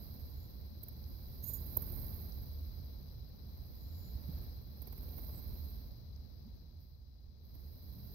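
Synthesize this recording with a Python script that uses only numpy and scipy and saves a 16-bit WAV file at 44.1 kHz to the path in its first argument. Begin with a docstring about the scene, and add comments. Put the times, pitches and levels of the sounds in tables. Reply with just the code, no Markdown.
"""Wingbeats whoosh and rustle: waxwings crowd a dish on a deck rail, a few metres from a phone.
Each downstroke pushes air and rubs feathers. Single birds flutter close to the microphone, claws tick
and landings bump the rail. Thin whistles, a squeal and a trill echo round the yard.
The whoosh, a low rumble and a narrow hiss swell and sink together as one overall background level.
The right microphone is far brighter at the very top than the left."""
import sys
import numpy as np
from scipy import signal
from scipy.fft import rfft, irfft, next_fast_len
from scipy.io import wavfile
from scipy.ndimage import uniform_filter1d

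SR = 44100
rng = np.random.default_rng(int(sys.argv[2]) if len(sys.argv) > 2 else 0)


def dump_mix(stems):
    """Bounce the given channels to the path in sys.argv[1] as a 16-bit WAV at rate SR."""
    frames = np.atleast_2d(stems).T  # one column per channel
    limited = np.clip(frames, -1, 1)  # hard clip at full scale
    pcm = np.round(limited * 32767).astype(np.int16)
    wavfile.write(sys.argv[1], SR, pcm)


N = 358974
T = np.arange(N) / SR

# resonances of the background rumble: f/Hz, width/Hz, relative level/dB
RUMBLE_MODES = [(26.2, 22, -27.5), (42.2, 6.4, -6.5), (57.5, 6, -1.5), (73.4, 7, -1), (82.4, 7, -5),
                (115.6, 5.3, -8), (133.8, 19, -15.5)]
# colour of the background hiss: f/Hz, left/dB, right/dB
HISS_SPECTRUM = [(2850, -19, -25.5), (3070, -23.5, -21.5), (3470, -8, -25.5), (3600, -20.5, -15.5),
                 (4025, 4.5, -24.5), (4330, -5, -15.5), (4810, 0, -19.5), (5250, -4.5, -26.5),
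                 (5630, -12, -26), (6110, -12, -32), (6820, -34, -32), (7170, -50, -45)]
# arched whistles: t/s, length/s, start f/Hz, middle f/Hz, end f/Hz, crest level/dB, octave above it/dB
WHISTLES = [(.27, .21, 6750, 7020, 6990, -85, 14), (3.78, .36, 7000, 7180, 6850, -78, 13)]
# course of the squeal's fundamental: t/s, f/Hz, level/dB
SQUEAL_COURSE = [(1.426, 6400, -74), (1.435, 6500, -73), (1.442, 6600, -61), (1.456, 6680, -75),
                 (1.483, 6760, -62.5), (1.506, 6900, -66), (1.528, 6740, -75), (1.538, 6950, -60),
                 (1.585, 6600, -77)]
# course of the trill: t/s, f/Hz, level/dB
TRILL_COURSE = [(5.30, 7650, -94), (5.323, 8200, -84), (5.35, 7800, -82), (5.365, 8150, -82),
                (5.387, 7780, -73), (5.398, 8000, -88)]
# claws on the dish: t/s, level/dB
CLAW_TICKS = [(1.0402, -56), (1.166, -64), (1.268, -66), (2.321, -54), (3.6011, -62), (4.8818, -59),
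              (6.1613, -59)]
# colour of a claw's click: f/Hz, left/dB, right/dB
CLAW_SPECTRUM = [(3600, -16, -22), (4900, 14, -20), (6200, 2, -24), (7450, -31, -36), (10000, -26, -31),
                 (14000, -15, -17)]
# birds landing on the rail: t/s, level/dB, f/Hz, decay/s
LANDINGS = [(4.15, -35.5, 62, 0.012), (4.286, -37.5, 130, 0.0069), (4.289, -52, 268.5, 0.0064),
            (6.444, -51, 202, 0.038), (7.95, -56, 198.7, 0.11)]
# single birds flapping near the microphone: t/s, length/s, feather level/dB, air level/dB
FLIGHTS = [(0.194, .03, -61, -63), (0.83, .08, -43, -64), (1.495, .03, -59, -52.5), (1.82, .03, -38.5, -52),
           (4.771, .03, -62, -76), (4.818, .77, -44, -54.5), (5.178, .03, -49, -52.5),
           (7.548, .03, -56, -61)]
# perched birds shuffling their wings: t/s, level/dB, decay/s
SHUFFLES = [(6.795, -70, 0.13), (7.197, -80, .044), (7.447, -69, 0.027)]
# quick contacts within one wing clap: t/s, level/dB
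CLAP_CONTACTS = [(1.7681, -28), (1.7706, -22), (1.772, -22)]
# colour of the clap's dull puff: f/Hz, left/dB, right/dB
PUFF_SPECTRUM = [(348, -3, 4.5), (650, -7, 1.5), (1000, -12.5, -5.5)]
# colour of air pushed by a near wing: f/Hz, left/dB, right/dB
NEAR_AIR_SPECTRUM = [(342, 4, 4), (586, -4, -2), (1000, -12, -9.5), (1450, -39, -17), (2090, -20, -16.5),
                     (2940, -29, -26), (4400, -23, -18), (6200, -27, -27.5), (7060, -53, -65)]
# colour of air swept by the flock: f/Hz, left/dB, right/dB
FLOCK_AIR_SPECTRUM = [(169.6, 0, -2.5), (218, -5.5, -0.4), (336, -13, -9.5), (563, -15.5, -15.5),
                      (782, -21.5, -21), (1060, -25.5, -25.5), (1496, -33, -31), (2280, -33, -33.5),
                      (2780, -49, -38.5)]
# colour of feathers sliding over each other: f/Hz, left/dB, right/dB
FEATHER_SPECTRUM = [(8500, -46, -46), (10000, -37, -32), (10800, -32, -22), (11500, -25, -12),
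                    (12100, -20, -4.5), (12700, -17, 0), (13600, -17, -.5), (14500, -17, -4),
                    (15650, -16.5, -6.5)]
# overall background level: t/s, swell over the usual level/dB, rustle level/dB
BACKGROUND_LEVEL = [(0.0, -0.2, -58.5), (.72, -2.5, -66.5), (1.35, -0.2, -59), (1.65, 3, -51),
                    (1.95, 5.5, -49), (2.5, 0.7, -59.5), (3.35, -3.5, -69.5), (3.75, -2.3, -63.5),
                    (4.4, 3.5, -58.5), (4.65, -3.5, -67.5), (5.2, 2.5, -54.5), (5.7, 0.65, -58),
                    (6.05, -4.5, -72.5), (6.6, -6, -75), (7.0, -12, -82), (7.35, -11, -83.5),
                    (7.56, -6, -67.5), (8.13, -1.6, -59.5)]

RUMBLE_DB, RUMBLE_GROWTH = -46, 0.74  # at the usual background level; dB per dB of swell
HISS_DB, HISS_KNEE_DB = -66, -0.5  # hiss at a knee in the swell; swell at that knee
HISS_GROWTH, HISS_SINK = 0.45, 0.84  # dB per dB of swell above and below the knee
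WHISTLE_SWELL_DB, WHISTLE_FALL_DB, WHISTLE_CREST = 14, 13, .8  # crest as a share of the length
WHISTLE_WAVER_HZ, SQUEAL_WAVER_HZ = 35, 95  # random pitch swings: clean whistles, rough squeal
SQUEAL_OCTAVE_DB = 21.5  # octave over the fundamental, before panning
STROKE_S, STROKE_SCATTER_DB = .0524, 1.5  # time between near downstrokes; spread of their push
STROKE_DECAY_S, STROKE_SMEAR_S = 0.0055, 0.00042  # first stroke's decay; what each later one adds
RECEDE = 0.47  # distance gained per stroke, as a share of the starting distance
AIR_FADE = .3  # share of the feathers' fade in dB that the air follows
OPENING_DB, PUFF_DB = -1, -39  # the first stroke only opens the wing and pushes less; the clap's puff
WHOOSH_DB = -58  # the flock's swept air at the usual background level
RUSTLE_LEFT_DB, RUSTLE_LEFT_SHARE = -23, 0.61  # the left microphone gets weaker swells: offset, dB per dB
TOP_HZ = 15720


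def undb(db):
    """Decibels to gain."""
    return 10 ** (np.asarray(db) / 20)


def unit(x):
    """Scale to rms 1."""
    return x / np.sqrt(np.mean(x ** 2))


def pan(right_db):
    """Left and right gains, right_db apart."""
    return undb(np.array([[-right_db], [right_db]]) / 2)


def walk(rate):
    """Smooth random wandering, about rate turns a second."""
    hold = max(int(SR / rate), 1)
    steps = np.repeat(rng.standard_normal(N // hold + 2), hold)
    smooth = uniform_filter1d(uniform_filter1d(steps, hold), hold)
    return 1.241 * smooth[rng.integers(hold):][:N]


def noise(alike=0):
    """White noise at both microphones, sharing this part of its power."""
    return np.sqrt(alike) * rng.standard_normal(N) + np.sqrt(1 - alike) * rng.standard_normal((2, N))


def shape(x, response):
    """Filter by a gain over frequency, to rms 1."""
    size = next_fast_len(N)
    hz = np.arange(size // 2 + 1) * SR / size + 1
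    return unit(irfft(rfft(x, size) * response(hz), size)[..., :N])


def tint(x, spectrum, below_db=40, above_db=40):
    """Give each microphone its colour, to joint rms 1; the skirts fall by so many dB an octave."""
    points_hz, *sides_db = np.transpose(spectrum)
    def response(hz):
        octave, knots = np.log2(hz), np.log2(points_hz)
        skirts = below_db * np.maximum(knots[0] - octave, 0) + above_db * np.maximum(octave - knots[-1], 0)
        return undb(np.array([np.interp(octave, knots, db) for db in sides_db]) - skirts)
    return shape(x, response)


def bursts(rows, rise_s):
    """Envelope of bursts that swell briefly and die away; rows are t/s, level/dB, decay/s."""
    out = np.zeros(N)
    for s, db, decay in rows:
        start = int(s * SR)
        age = T[:min(N - start, SR // 2)]
        form = (1 - np.exp(-age / rise_s)) ** 2 * np.exp(-age / decay)
        out[start:start + len(age)] += undb(db) * form / form.max()
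    return out


def rumble(swell_db):
    """A low boom in a few resonances, much alike at both microphones, following the background level."""
    def response(hz):
        power = sum(undb(db) ** 2 / (1 + ((hz ** 2 - centre ** 2) / (hz * width)) ** 2)
                    for centre, width, db in RUMBLE_MODES)
        return np.sqrt(power) / (1 + (hz / 210) ** 4)
    return shape(noise(alike=0.78), response) * undb(RUMBLE_DB + RUMBLE_GROWTH * swell_db) * pan(3)


def hiss(swell_db):
    """A smooth narrow hiss, mostly on the left, sinking with the background more readily than it rises."""
    over_db = swell_db - HISS_KNEE_DB
    level_db = HISS_DB + over_db * np.where(over_db > 0, HISS_GROWTH, HISS_SINK)
    return tint(noise(), HISS_SPECTRUM, below_db=12, above_db=37) * undb(level_db)


def yard(x, near_db, far_db):
    """Deck and house scatter a call at once; fence and trees answer a quarter second later."""
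    near = undb(near_db) * np.exp(-T / .05) * (T > .003)
    far = undb(far_db) * np.exp(-((T - .25) / .08) ** 2)
    response = noise() * (near + far) / np.sqrt(np.sum(np.exp(-T / .025)))
    return x + signal.fftconvolve(x, response[:, :SR], axes=1)[:, :N]


def syrinx(course, swing_hz, flutter_db):
    """Phase and envelope of a bird's thin note, its pitch swinging about its course."""
    s, hz, db = np.transpose(course)
    gate = np.clip(np.minimum(T - s[0], s[-1] - T) / 0.0054 + .5, 0, 1)
    phase = 2 * np.pi * np.cumsum(np.interp(T, s, hz) + swing_hz) / SR
    return phase, np.sqrt(2) * gate * undb(np.interp(T, s, db) + flutter_db * walk(90))


def arch(start, length, start_hz, middle_hz, end_hz, db):
    """A whistle's course, one bow of pitch swelling to a late crest: t/s, f/Hz, level/dB."""
    along = np.linspace(0, 1, 20)
    hz = np.polyval(np.polyfit([0, .5, 1], [start_hz, middle_hz, end_hz], 2), along)
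    level_db = db - np.interp(along, [0, WHISTLE_CREST, 1], [WHISTLE_SWELL_DB, 0, WHISTLE_FALL_DB])
    return np.transpose([start + length * along, hz, level_db])


def whistles_and_squeal():
    """Two whistles and a rough squeal in the yard, their strong octaves almost wholly on the right."""
    notes = [(arch(*row), octave_db, WHISTLE_WAVER_HZ) for *row, octave_db in WHISTLES]
    notes.append((SQUEAL_COURSE, SQUEAL_OCTAVE_DB, SQUEAL_WAVER_HZ))
    out = 0
    for course, octave_db, waver_hz in notes:
        phase, envelope = syrinx(course, swing_hz=waver_hz * walk(500), flutter_db=.7)
        octave = undb(octave_db + 1.5 * walk(120)) * np.sin(2 * phase)
        out = out + envelope * (np.sin(phase) * pan(9) + octave * undb([[-28], [3]]))
    return yard(out, near_db=-10, far_db=-33)


def trill():
    """One trill off to the right, buzzing as its pitch sweeps quickly up and down."""
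    buzz_hz = 230 * np.sin(2 * np.pi * 210 * T) + 140 * walk(1200)
    phase, envelope = syrinx(TRILL_COURSE, swing_hz=buzz_hz, flutter_db=4)
    throat = signal.butter(5, [7400, 8450], "bandpass", fs=SR, output="sos")
    note = signal.sosfilt(throat, envelope * np.sin(phase))
    return yard(note * pan(20), near_db=-14, far_db=-23)


def feet():
    """Claws click on the hard dish; landings make the rail ring dully."""
    ticks = bursts([(s, db, .0012) for s, db in CLAW_TICKS], rise_s=0.00082)
    out = tint(noise(), CLAW_SPECTRUM, below_db=20) * ticks
    for s, db, hz, decay in LANDINGS:
        ring = np.sqrt(2) * np.sin(2 * np.pi * np.cumsum(hz * (1 + 0.1011 * walk(90))) / SR)
        out = out + ring * bursts([(s, db - 2.5, decay)], rise_s=0.0057) * pan(7.5)
    return out


def downstrokes():
    """Even wingbeats, fading and blurring as a bird draws away: t/s, feathers/dB, air/dB, decay/s."""
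    rows = []
    for start, length, feather_db, air_db in FLIGHTS:
        for k in range(int(length / STROKE_S) + 1):
            fade_db = 20 * np.log10(1 + RECEDE * k)
            push_db = air_db - AIR_FADE * fade_db + OPENING_DB * (k == 0)
            decay = STROKE_DECAY_S + STROKE_SMEAR_S * k
            rows.append((start + k * STROKE_S, feather_db - fade_db, push_db, decay))
    return rows


def close_wings():
    """Downstrokes and shuffles near the microphone, and one wing clap that squeezes out a dull puff."""
    beats = downstrokes()
    pushes = [(s, db + STROKE_SCATTER_DB * rng.standard_normal(), decay) for s, _, db, decay in beats]
    push = bursts(pushes, rise_s=.0025)
    swish = bursts([(s, db, decay) for s, db, _, decay in beats] + SHUFFLES, rise_s=.0013)
    clap = bursts([(s, db, .0004) for s, db in CLAP_CONTACTS], rise_s=0.0036)
    squeeze = bursts([(CLAP_CONTACTS[0][0], PUFF_DB, .004)], rise_s=0.0011)
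    feathers = tint(noise(), FEATHER_SPECTRUM, below_db=43) * (swish + clap) * undb([[-15], [0]])
    puff = tint(noise(alike=.3), PUFF_SPECTRUM, below_db=20, above_db=36) * squeeze
    air = tint(noise(alike=.1), NEAR_AIR_SPECTRUM, below_db=12) * (push + undb(-13) * squeeze)
    return feathers + puff + air


def flapping(beat_hz, stroke_width, birds=5):
    """Envelope of several birds beating at their own drifting rates, coming and going; powers add."""
    power = 0
    for _ in range(birds):
        cycles = np.cumsum(beat_hz * (1 + .13 * walk(5.4))) / SR + rng.random()
        pulses = np.exp((np.cos(2 * np.pi * cycles) - 1) / stroke_width)
        power = power + undb(2.5 * walk(4.17)) * pulses
    return unit(np.sqrt(power))


def flock(swell_db, rustle_db):
    """The crowd at the dish, a few metres off: every downstroke sweeps air and rubs feathers."""
    pulse_depth = np.clip(undb(0.5 * (swell_db + 5.5)), 0, 1)  # shallower where the level dips far
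    strokes = flapping(beat_hz=19, stroke_width=2.2) ** pulse_depth
    air = tint(noise(alike=.12) * strokes, FLOCK_AIR_SPECTRUM, below_db=17.5, above_db=15.5)
    rubbing = noise() * strokes * undb(1.4 * walk(700))  # the barbs make it grainy
    feathers = tint(rubbing, FEATHER_SPECTRUM, below_db=12)
    left_db = RUSTLE_LEFT_DB + RUSTLE_LEFT_SHARE * rustle_db
    return air * undb(WHOOSH_DB + swell_db) + feathers * undb([left_db, rustle_db])


def scene():
    """The deck as heard from the phone; whoosh, rumble and hiss swell and sink together."""
    s, *columns = np.transpose(BACKGROUND_LEVEL)
    swell_db, rustle_db = (np.interp(T, s, column) for column in columns)
    birds = flock(swell_db, rustle_db) + close_wings() + feet() + whistles_and_squeal() + trill()
    return birds + rumble(swell_db) + hiss(swell_db)


def record(dry):
    """The phone adds a trace of its own noise and cuts the top."""
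    top_cut = signal.ellip(10, .2, 70, TOP_HZ, fs=SR, output="sos")
    return signal.sosfilt(top_cut, dry + undb(-92) * noise())


dry = scene()
out = record(dry)
dump_mix(out)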